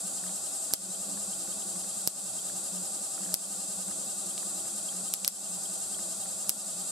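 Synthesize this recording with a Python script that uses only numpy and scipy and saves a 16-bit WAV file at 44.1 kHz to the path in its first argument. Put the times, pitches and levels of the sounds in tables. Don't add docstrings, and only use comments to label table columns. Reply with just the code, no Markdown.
import sys
import numpy as np
from scipy import signal
from scipy.fft import rfft, irfft, next_fast_len
from scipy.io import wavfile
from scipy.ndimage import uniform_filter1d

SR = 44100
rng = np.random.default_rng(int(sys.argv[2]) if len(sys.argv) > 2 else 0)


def master_out(mix):
    frames = np.transpose(np.atleast_2d(mix))
    ceiling = np.clip(frames, -1, 1)
    pcm = np.round(ceiling * 32767).astype(np.int16)
    wavfile.write(sys.argv[1], SR, pcm)


def voltage_ratio(level):
    return 10 ** (np.asarray(level, float) / 20)


N = 304731
TIME = np.arange(N) / SR
SIZE = next_fast_len(N + SR // 2)
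HZ = np.maximum(np.arange(SIZE // 2 + 1) * SR / SIZE, 1)


def rms_one(x):
    return x / np.sqrt(np.mean(x ** 2) + 1e-20)


def wave(cycles):
    return np.cos(2 * np.pi * cycles)


def columns(rows, at, warp=np.asarray):
    first, *rest = np.transpose(rows)
    return [np.interp(warp(at), warp(first), column) for column in rest]


def level_curve(rows):
    return columns(rows, HZ, np.log)[0]


def peaks(modes):
    return sum(voltage_ratio(2 * db) / (1 + (2 * (HZ - hz) / width) ** 2) ** 2.0 for hz, width, db in modes)


def colour(x, gain):
    cepstrum = irfft(np.log(gain + 1e-9), SIZE)
    cepstrum[1:SIZE // 2] *= 2
    cepstrum[SIZE // 2 + 1:] = 0
    return irfft(rfft(x, SIZE) * np.exp(rfft(cepstrum)), SIZE)[..., :N]


def clicks(seconds, sizes):
    out = np.zeros(N + 2)
    at = np.clip(np.asarray(seconds) * SR, 0, N)
    np.add.at(out, at.astype(int), sizes * (1 - at % 1))
    np.add.at(out, at.astype(int) + 1, sizes * (at % 1))
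    return out[:N]


def hump(middle_s, length_s):
    return np.cos(np.pi * np.clip((TIME - middle_s) / length_s, -.5, .5)) ** 2


def held(events, edge_s=0.01):
    level = np.zeros(N)
    for start, length, db in events:
        inside = np.minimum(TIME - start, start + length - TIME)
        level += voltage_ratio(db) * np.clip(inside / edge_s + .5, 0, 1)
    return level


def hush():
    return voltage_ratio(-72.5) * rms_one(colour(rng.standard_normal((2, N)), 1 / (1 + (HZ / 90) ** 2)))


# f/Hz, level/dB
ROOM_SHARE = [(100, -27), (200, -12), (380, -6), (700, -9.5), (1100, -12), (2400, -10.5), (4400, -7),
              (8000, -5.5), (15000, -5)]


def room(x, t60, level_db):
    t = np.arange(SR // 3) / SR
    tail = rng.standard_normal((2, len(t))) * voltage_ratio(-60 * t / t60) * np.clip(t / 0.0036, 0, 1)
    tail /= np.sqrt(np.sum(tail ** 2, axis=1, keepdims=True))
    wet = signal.fftconvolve(x[None], tail, axes=1)[:, :N]
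    return colour(wet, voltage_ratio(level_curve(ROOM_SHARE) + level_db))


# t/s, lead over the even count/turns
ROLLER_LEAD = [(0, .215), (.25, .235), (.7, .31), (1.6, .31), (1.85, .29), (2.25, .32), (2.75, .29),
               (3.25, .355), (4.25, .355), (4.85, .325), (5.35, .36), (5.7, .34), (6.2, .37), (6.91, .315)]
ROLLER_PER_S = 10.4


def roller():
    return ROLLER_PER_S * TIME + columns(ROLLER_LEAD, TIME)[0]


# middle t/s, length t/s, boom change level/dB
BASE_SHIFTS = [
    (.56, 0.42, -10.5),
    (0.87, 0.15, 9.5),
    (1.137, 0.2, 13),
    (1.753, 0.42, 3),
    (3.095, 0.24, -15),
    (3.264, 0.18, 6),
    (3.874, 0.28, 6),
    (5.82, .2, -5),
    (6.003, 0.24, 0),
]
ROCK_HZ, ROCK_AT, ROCK_DB = 4.0, .12, 2.0


def base_swing():
    shifts_db = sum(db * hump(middle, length) for middle, length, db in BASE_SHIFTS)
    return ROCK_DB * wave(ROCK_HZ * TIME - ROCK_AT) + shifts_db


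# f/Hz, width f/Hz, level/dB
BASE_MODES = [(185, 9.7, 4), (203.2, 11.4, 3), (102.8, 27, -14), (115.4, 6.5, -34.5), (160, 13, -25.5)]
# start t/s, length t/s, level/dB
BASE_SURGES = [
    (0.225, 0.093, -47.5),
    (1.085, 0.065, -50),
    (2.721, 0.11, -45.5),
    (3.268, 0.07, -46.5),
    (4.943, 0.088, -49),
    (5.494, 0.082, -48.5),
    (6.753, 0.082, -48.5),
]
BOOM_DB, SURGE_HZ = -54.5, 182.8


def base_boom(turn, swing_db):
    push = voltage_ratio(3.6 * wave(turn - .76) + 1.1 * wave(2 * (turn - .76)))
    boom = rms_one(colour(rng.standard_normal(N), np.sqrt(peaks(BASE_MODES))))
    boom /= np.sqrt(uniform_filter1d(boom ** 2, SR // 12) + .1)
    surge = held(BASE_SURGES)
    boom = voltage_ratio(BOOM_DB + swing_db) * push * boom / (1 + surge / voltage_ratio(BOOM_DB))
    return boom + surge * np.sqrt(2) * np.sin(2 * np.pi * SURGE_HZ * TIME)


# start t/s, length t/s, level/dB
BELT_HUMS = [
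    (1.37, 0.16, -58.5),
    (1.65, 0.14, -59),
    (2.51, 0.11, -61),
    (3.19, 0.12, -59),
    (3.85, 0.14, -61),
    (4.25, 0.11, -59),
    (4.47, 0.29, -59),
    (5.98, 0.13, -59.5),
]
# middle t/s, length t/s, rumble change level/dB
BELT_DRAG = (2.88, 1, 1.6)
RUMBLE_DB, RUMBLE_FOLLOWS = -56.5, 0.23
SLAP_HZ, HUM_HZ = 35.22, 343


def belt_rumble(swing_db):
    beat = voltage_ratio(2.5 * wave(SLAP_HZ * TIME - .3))
    modes = [(280, 14.0, 1.5), (370, 132, -5), (517.6, 34, -2.5), (587.5, 71, -2.5)]
    rumble = rms_one(colour(beat * rng.standard_normal(N), np.sqrt(peaks(modes))))
    middle_s, length_s, drag_db = BELT_DRAG
    rumble *= voltage_ratio(RUMBLE_DB + RUMBLE_FOLLOWS * swing_db + drag_db * hump(middle_s, length_s))
    hum = held(BELT_HUMS) * beat * np.sqrt(2) * np.sin(2 * np.pi * HUM_HZ * TIME)
    return rumble + hum


def rattle(events, modes, length_ms, level_db):
    seconds, db = np.transpose(events)
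    window = np.hanning(int(length_ms * SR / 1000))
    bursts = np.convolve(clicks(seconds, voltage_ratio(db + level_db)), window)[:N]
    return bursts * rms_one(colour(rng.standard_normal(N), np.sqrt(peaks(modes))))


def comb_touches(turn, offset):
    count = np.arange(1, int(turn[-1]))
    return np.c_[np.interp(count + offset, turn, TIME), 1.6 * rng.standard_normal(len(count))]


HARD_KNOCKS = [5, 10, 16, 17, 25, 45, 51, 59, 62]
KNOCK_DB, SEAM_DB, HARD_DB = -56, 2.5, 6
TURNS_PER_LOOP, SEAM_AT = 2.84, .9


def knocks(turn):
    count = np.arange(1, int(turn[-1]))
    seam_db = SEAM_DB * wave(count / TURNS_PER_LOOP - SEAM_AT)
    db = KNOCK_DB + seam_db + HARD_DB * np.isin(count, HARD_KNOCKS)
    return np.c_[np.interp(count + .1, turn, TIME), db + rng.standard_normal(len(count))]


# first t/s, slaps/count, peak level/dB
SLAP_RUNS = [(0.0775, 1, -57), (.234, 3, -53), (0.705, 1, -51), (1.171, 1, -54), (1.444, 2, -55),
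             (1.755, 1, -55), (1.84, 1, -54), (2.4942, 1, -53), (3.1752, 6, -53.5), (3.8817, 2, -52),
             (4.426, 1, -53), (4.6512, 2, -53.5), (4.9232, 4, -57.5), (5.9868, 1, -52), (6.2546, 1, -54),
             (6.4421, 1, -56), (6.681, 1, -54)]
SLAP_GAP_S = .028


def slaps():
    events = []
    for first, count, db in SLAP_RUNS:
        for k in range(round(count)):
            events.append((first + k * SLAP_GAP_S, db + rng.normal(0, 1)))
    return events


SPARK_TIMES = [.73665, 2.07472, 3.34179, 4.37912, 5.13835, 5.24724, 5.27818, 6.49404]
# crack level/dB, pulse cut-off f/Hz, low body level/dB, wiring thump level/dB, ducking level/dB
SPARK_SHAPES = [
    (1.5, 11600, -38, -14, -11),
    (-0.5, 12500, -40, -12.5, -9),
    (-0.5, 11400, -26, -19, -6.5),
    (-19, 6700, -12, -48, 0.1),
    (-2, 10200, -4, -29, -5.5),
    (-1, 7400, -0.5, -48, -2),
    (3, 13300, -41, -22, -10),
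    (1.5, 12000, -4.5, -23, -6.5),
]
# f/Hz, level/dB
CRACK_COLOUR = [(700, -69), (1500, -7.5), (2600, -2.5), (3700, 2.5), (5200, 7.5), (6800, 3.5), (8500, 11.5),
                (11000, 10), (13000, 15.5), (15500, 9), (17000, -15)]
# left t/ms, left level/dB, right t/ms, right level/dB
NEAR_BOUNCES = [(.18, -16.5, .09, -21), (0.379, -14, 0.179, -2.5), (.9, -12.5, 0.78, -10),
                (1.04, -14, 1.4, -8.5), (2.3, -16, 1.9, -30), (5.7, -22, 6.8, -25), (7.3, -9, 15, -28)]


def sparks():
    crack_db, cut_hz, body_db, thump_db, _ = np.transpose(SPARK_SHAPES)
    crack = np.zeros(N)
    for s, db, hz in zip(SPARK_TIMES, crack_db, cut_hz):
        at = int(s * SR)
        click = clicks([s], -voltage_ratio(db))[at:at + 200]
        crack[at:at + 200] += signal.lfilter(*signal.butter(2, min(hz, SR / 2.2), fs=SR), click)
    crack = colour(crack, voltage_ratio(level_curve(CRACK_COLOUR)))
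    body = colour(clicks(SPARK_TIMES, -voltage_ratio(body_db + 7.5)), np.sqrt(peaks([(4320, 2760, 0)])))

    near = np.zeros((2, N))
    for left_ms, left_db, right_ms, right_db in NEAR_BOUNCES:
        near[0] += np.interp(TIME - left_ms / 1000, TIME, crack) * voltage_ratio(left_db)
        near[1] += np.interp(TIME - right_ms / 1000, TIME, crack) * voltage_ratio(right_db)

    thump = np.convolve(clicks(SPARK_TIMES, voltage_ratio(thump_db)), np.hanning(int(0.0011 * SR)))[12:N + 12]
    thump = signal.sosfilt(signal.butter(2, 90, "high", fs=SR, output="sos"), thump)
    dull = signal.sosfilt(signal.butter(4, 11500, fs=SR, output="sos"), crack + body)
    return crack + body + near + room(dull, t60=0.35, level_db=-3) + thump * [[.45], [-1]]


CROSSINGS_PER_TURN = 28.28


def brush_crossings(turn, swing):
    bind = 1 + .1 * rng.standard_normal(80)[(turn + .03).astype(int)]
    turns_per_s = uniform_filter1d(np.gradient(turn) * SR, SR // 4)
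    pace = 1.062 + .058 * bind * (swing - 1.07)
    return np.cumsum(CROSSINGS_PER_TURN * turns_per_s * pace) / SR


# f/Hz, width f/Hz, depth level/dB
HOUSING_DIPS = [(470, 30, 4), (1054, 32, 5), (2114, 130, 10), (2350, 60, 6), (2920, 100, 14), (5150, 50, 8),
                (5280, 50, 7), (5620, 50, 8), (6050, 90, 7), (8530, 60, 10), (9150, 250, 2),
                (11150, 250, 2)]


def deafness():
    return 1 + peaks(HOUSING_DIPS)


# f/Hz, level/dB
HOUSING_COLOUR = [(24, -62), (40, -56), (134, -8), (191, -9.5), (461, -13), (782, -11.5), (865, -21),
                  (1200, -12.5), (2250, -36.5), (2690, -21.5), (6660, -9.5), (8150, -3.5), (9010, -9),
                  (14900, -26.5), (16500, -55)]
# f/Hz, width f/Hz, level/dB
HOUSING_RINGS = [(650, 46.5, -3), (780, 50, -5), (976, 28, -19), (3220, 115, -17.5), (3640, 21, -17),
                 (3740, 50, -9), (4010, 62, -10), (4740, 34, -9), (4820, 60, -13.5), (5700, 60, -12),
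                 (5950, 90, -10), (6200, 95, -11), (6940, 70, -6), (7223, 102, -0.5), (7390, 110, 1),
                 (8050, 57, -2.5), (8300, 45, -12), (8176, 276, 1), (8450, 113, -1), (9570, 200, -7.5),
                 (10470, 320, -6.5), (15300, 1200, -28), (11720, 220, -11)]


def housing(x):
    power = voltage_ratio(2 * level_curve(HOUSING_COLOUR) - 0.5) + peaks(HOUSING_RINGS)
    return colour(x, np.sqrt(power) / np.sqrt(deafness()))


def flutter(crossing):
    return voltage_ratio(2 * np.interp(crossing / 5, np.arange(500), rng.standard_normal(500)))


# multiple, level/dB, gain when fast level/dB
WHINE_TONES = [(1, -72, 0), (4, -64, 3), (5, -66, -1), (6, -77, 1.5), (8, -76, 3), (11, -70, 0),
               (9, -68, 4.5), (10, -71, 4), (12, -65, 2), (13, -63, 2), (14, -62, 2.5), (15, -62, 2),
               (16, -61, 2), (17, -61, 2), (18, -63, 1), (19, -63, 1), (21, -62, 3), (24, -59, 4),
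               (26, -61, 2)]


def motor_whine(crossing, swing):
    whine = np.zeros(N)
    for multiple, db, fast_db in WHINE_TONES:
        tone = np.sin(2 * np.pi * (multiple * crossing + rng.random()))
        whine += voltage_ratio(db + fast_db * swing) * flutter(crossing) * tone
    return voltage_ratio(3.3) * colour(whine, deafness() ** -.4)


GAP_DB = [-1, -0.5, -2]
# f/Hz, even pulses level/dB, brush bursts level/dB, plain friction level/dB
MOTOR_DRIVE = [(99, -12, -39, -1), (370, -26.5, -29, -3.5), (910, -4, -47, 6.5), (1150, -65, -71, -1),
               (2120, 16, 10, 6), (3220, -30.5, -8, -3.5), (4500, -11, 0.5, -0.5), (7970, 5.5, -6.5, -0.5),
               (9950, -3, -21, 6.5), (14600, -19, -26, 2)]
MOTOR_DB = -37


def motor(turn):
    swing = wave(turn - .97) + .22 * wave(2 * (turn - .1)) + .09 * wave(3 * turn)
    crossing = brush_crossings(turn, swing)
    luck = rng.standard_normal((2200, 3))

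    count = np.arange(1, int(crossing[-1]))
    when = np.interp(count, crossing, TIME) + 2.2e-5 * luck[count, 0]
    pulses = clicks(when, voltage_ratio(np.array(GAP_DB)[count % 3] + 0.5 * luck[count, 1]))

    part = crossing % 1
    gate = np.exp(-part / .13) + .6 * np.exp(-((part - .28) % 1) / .17) + .06
    gate *= voltage_ratio(luck[crossing.astype(int), 2])
    bursts = rms_one(gate * rng.standard_normal(N))
    friction = rng.standard_normal(N)

    pulse_db, burst_db, friction_db = columns(MOTOR_DRIVE, HZ, np.log)
    drive = colour(rms_one(pulses - pulses.mean()), voltage_ratio(pulse_db))
    drive += colour(bursts, voltage_ratio(burst_db))
    drive += colour(friction, voltage_ratio(friction_db))
    load = voltage_ratio(0.68 * wave(turn - .98))
    return voltage_ratio(MOTOR_DB) * rms_one(housing(load * drive)) + motor_whine(crossing, swing)


def scene():
    turn = roller()
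    swing_db = base_swing()
    machine = base_boom(turn, swing_db) + belt_rumble(swing_db)
    machine += rattle(comb_touches(turn, -.08), [(13100, 1000, 0)], length_ms=16, level_db=-56)
    machine += rattle(comb_touches(turn, -.22), [(10420, 350, 0)], length_ms=65, level_db=-49)
    machine += rattle(knocks(turn), [(3190, 220, 0)], length_ms=16, level_db=0)
    machine += rattle(slaps(), [(398, 460, 4), (1360, 1100, 5.9)], length_ms=9.1, level_db=4.5)
    machine += motor(turn)
    machine = signal.sosfilt(signal.cheby2(16, 50, 16050, fs=SR, output="sos"), machine)
    across = room(machine, t60=0.042, level_db=2.0)[0] * [[1], [-1]]
    return machine * voltage_ratio([[.1], [-.1]]) + across + sparks() + hush()


def low_pass(x):
    return signal.sosfilt(signal.butter(12, 16860, fs=SR, output="sos"), x)


def record(dry):
    t = np.arange(SR // 2) / SR
    dip = (1 - np.exp(-t / 0.019)) * np.exp(-(t / 0.083) ** 1.05) * 1.19
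    duck_db = np.array(SPARK_SHAPES)[:, 4]
    gain = voltage_ratio(signal.fftconvolve(clicks(SPARK_TIMES, duck_db), dip)[:N])
    x = signal.sosfilt(signal.butter(1, 60, "high", fs=SR, output="sos"), dry * gain)
    x = signal.sosfilt(signal.cheby2(10, 50, 17000, fs=SR, output="sos"), .7 * np.tanh(x / .7))
    return low_pass(x)


dry = scene()
out = record(dry)
master_out(out)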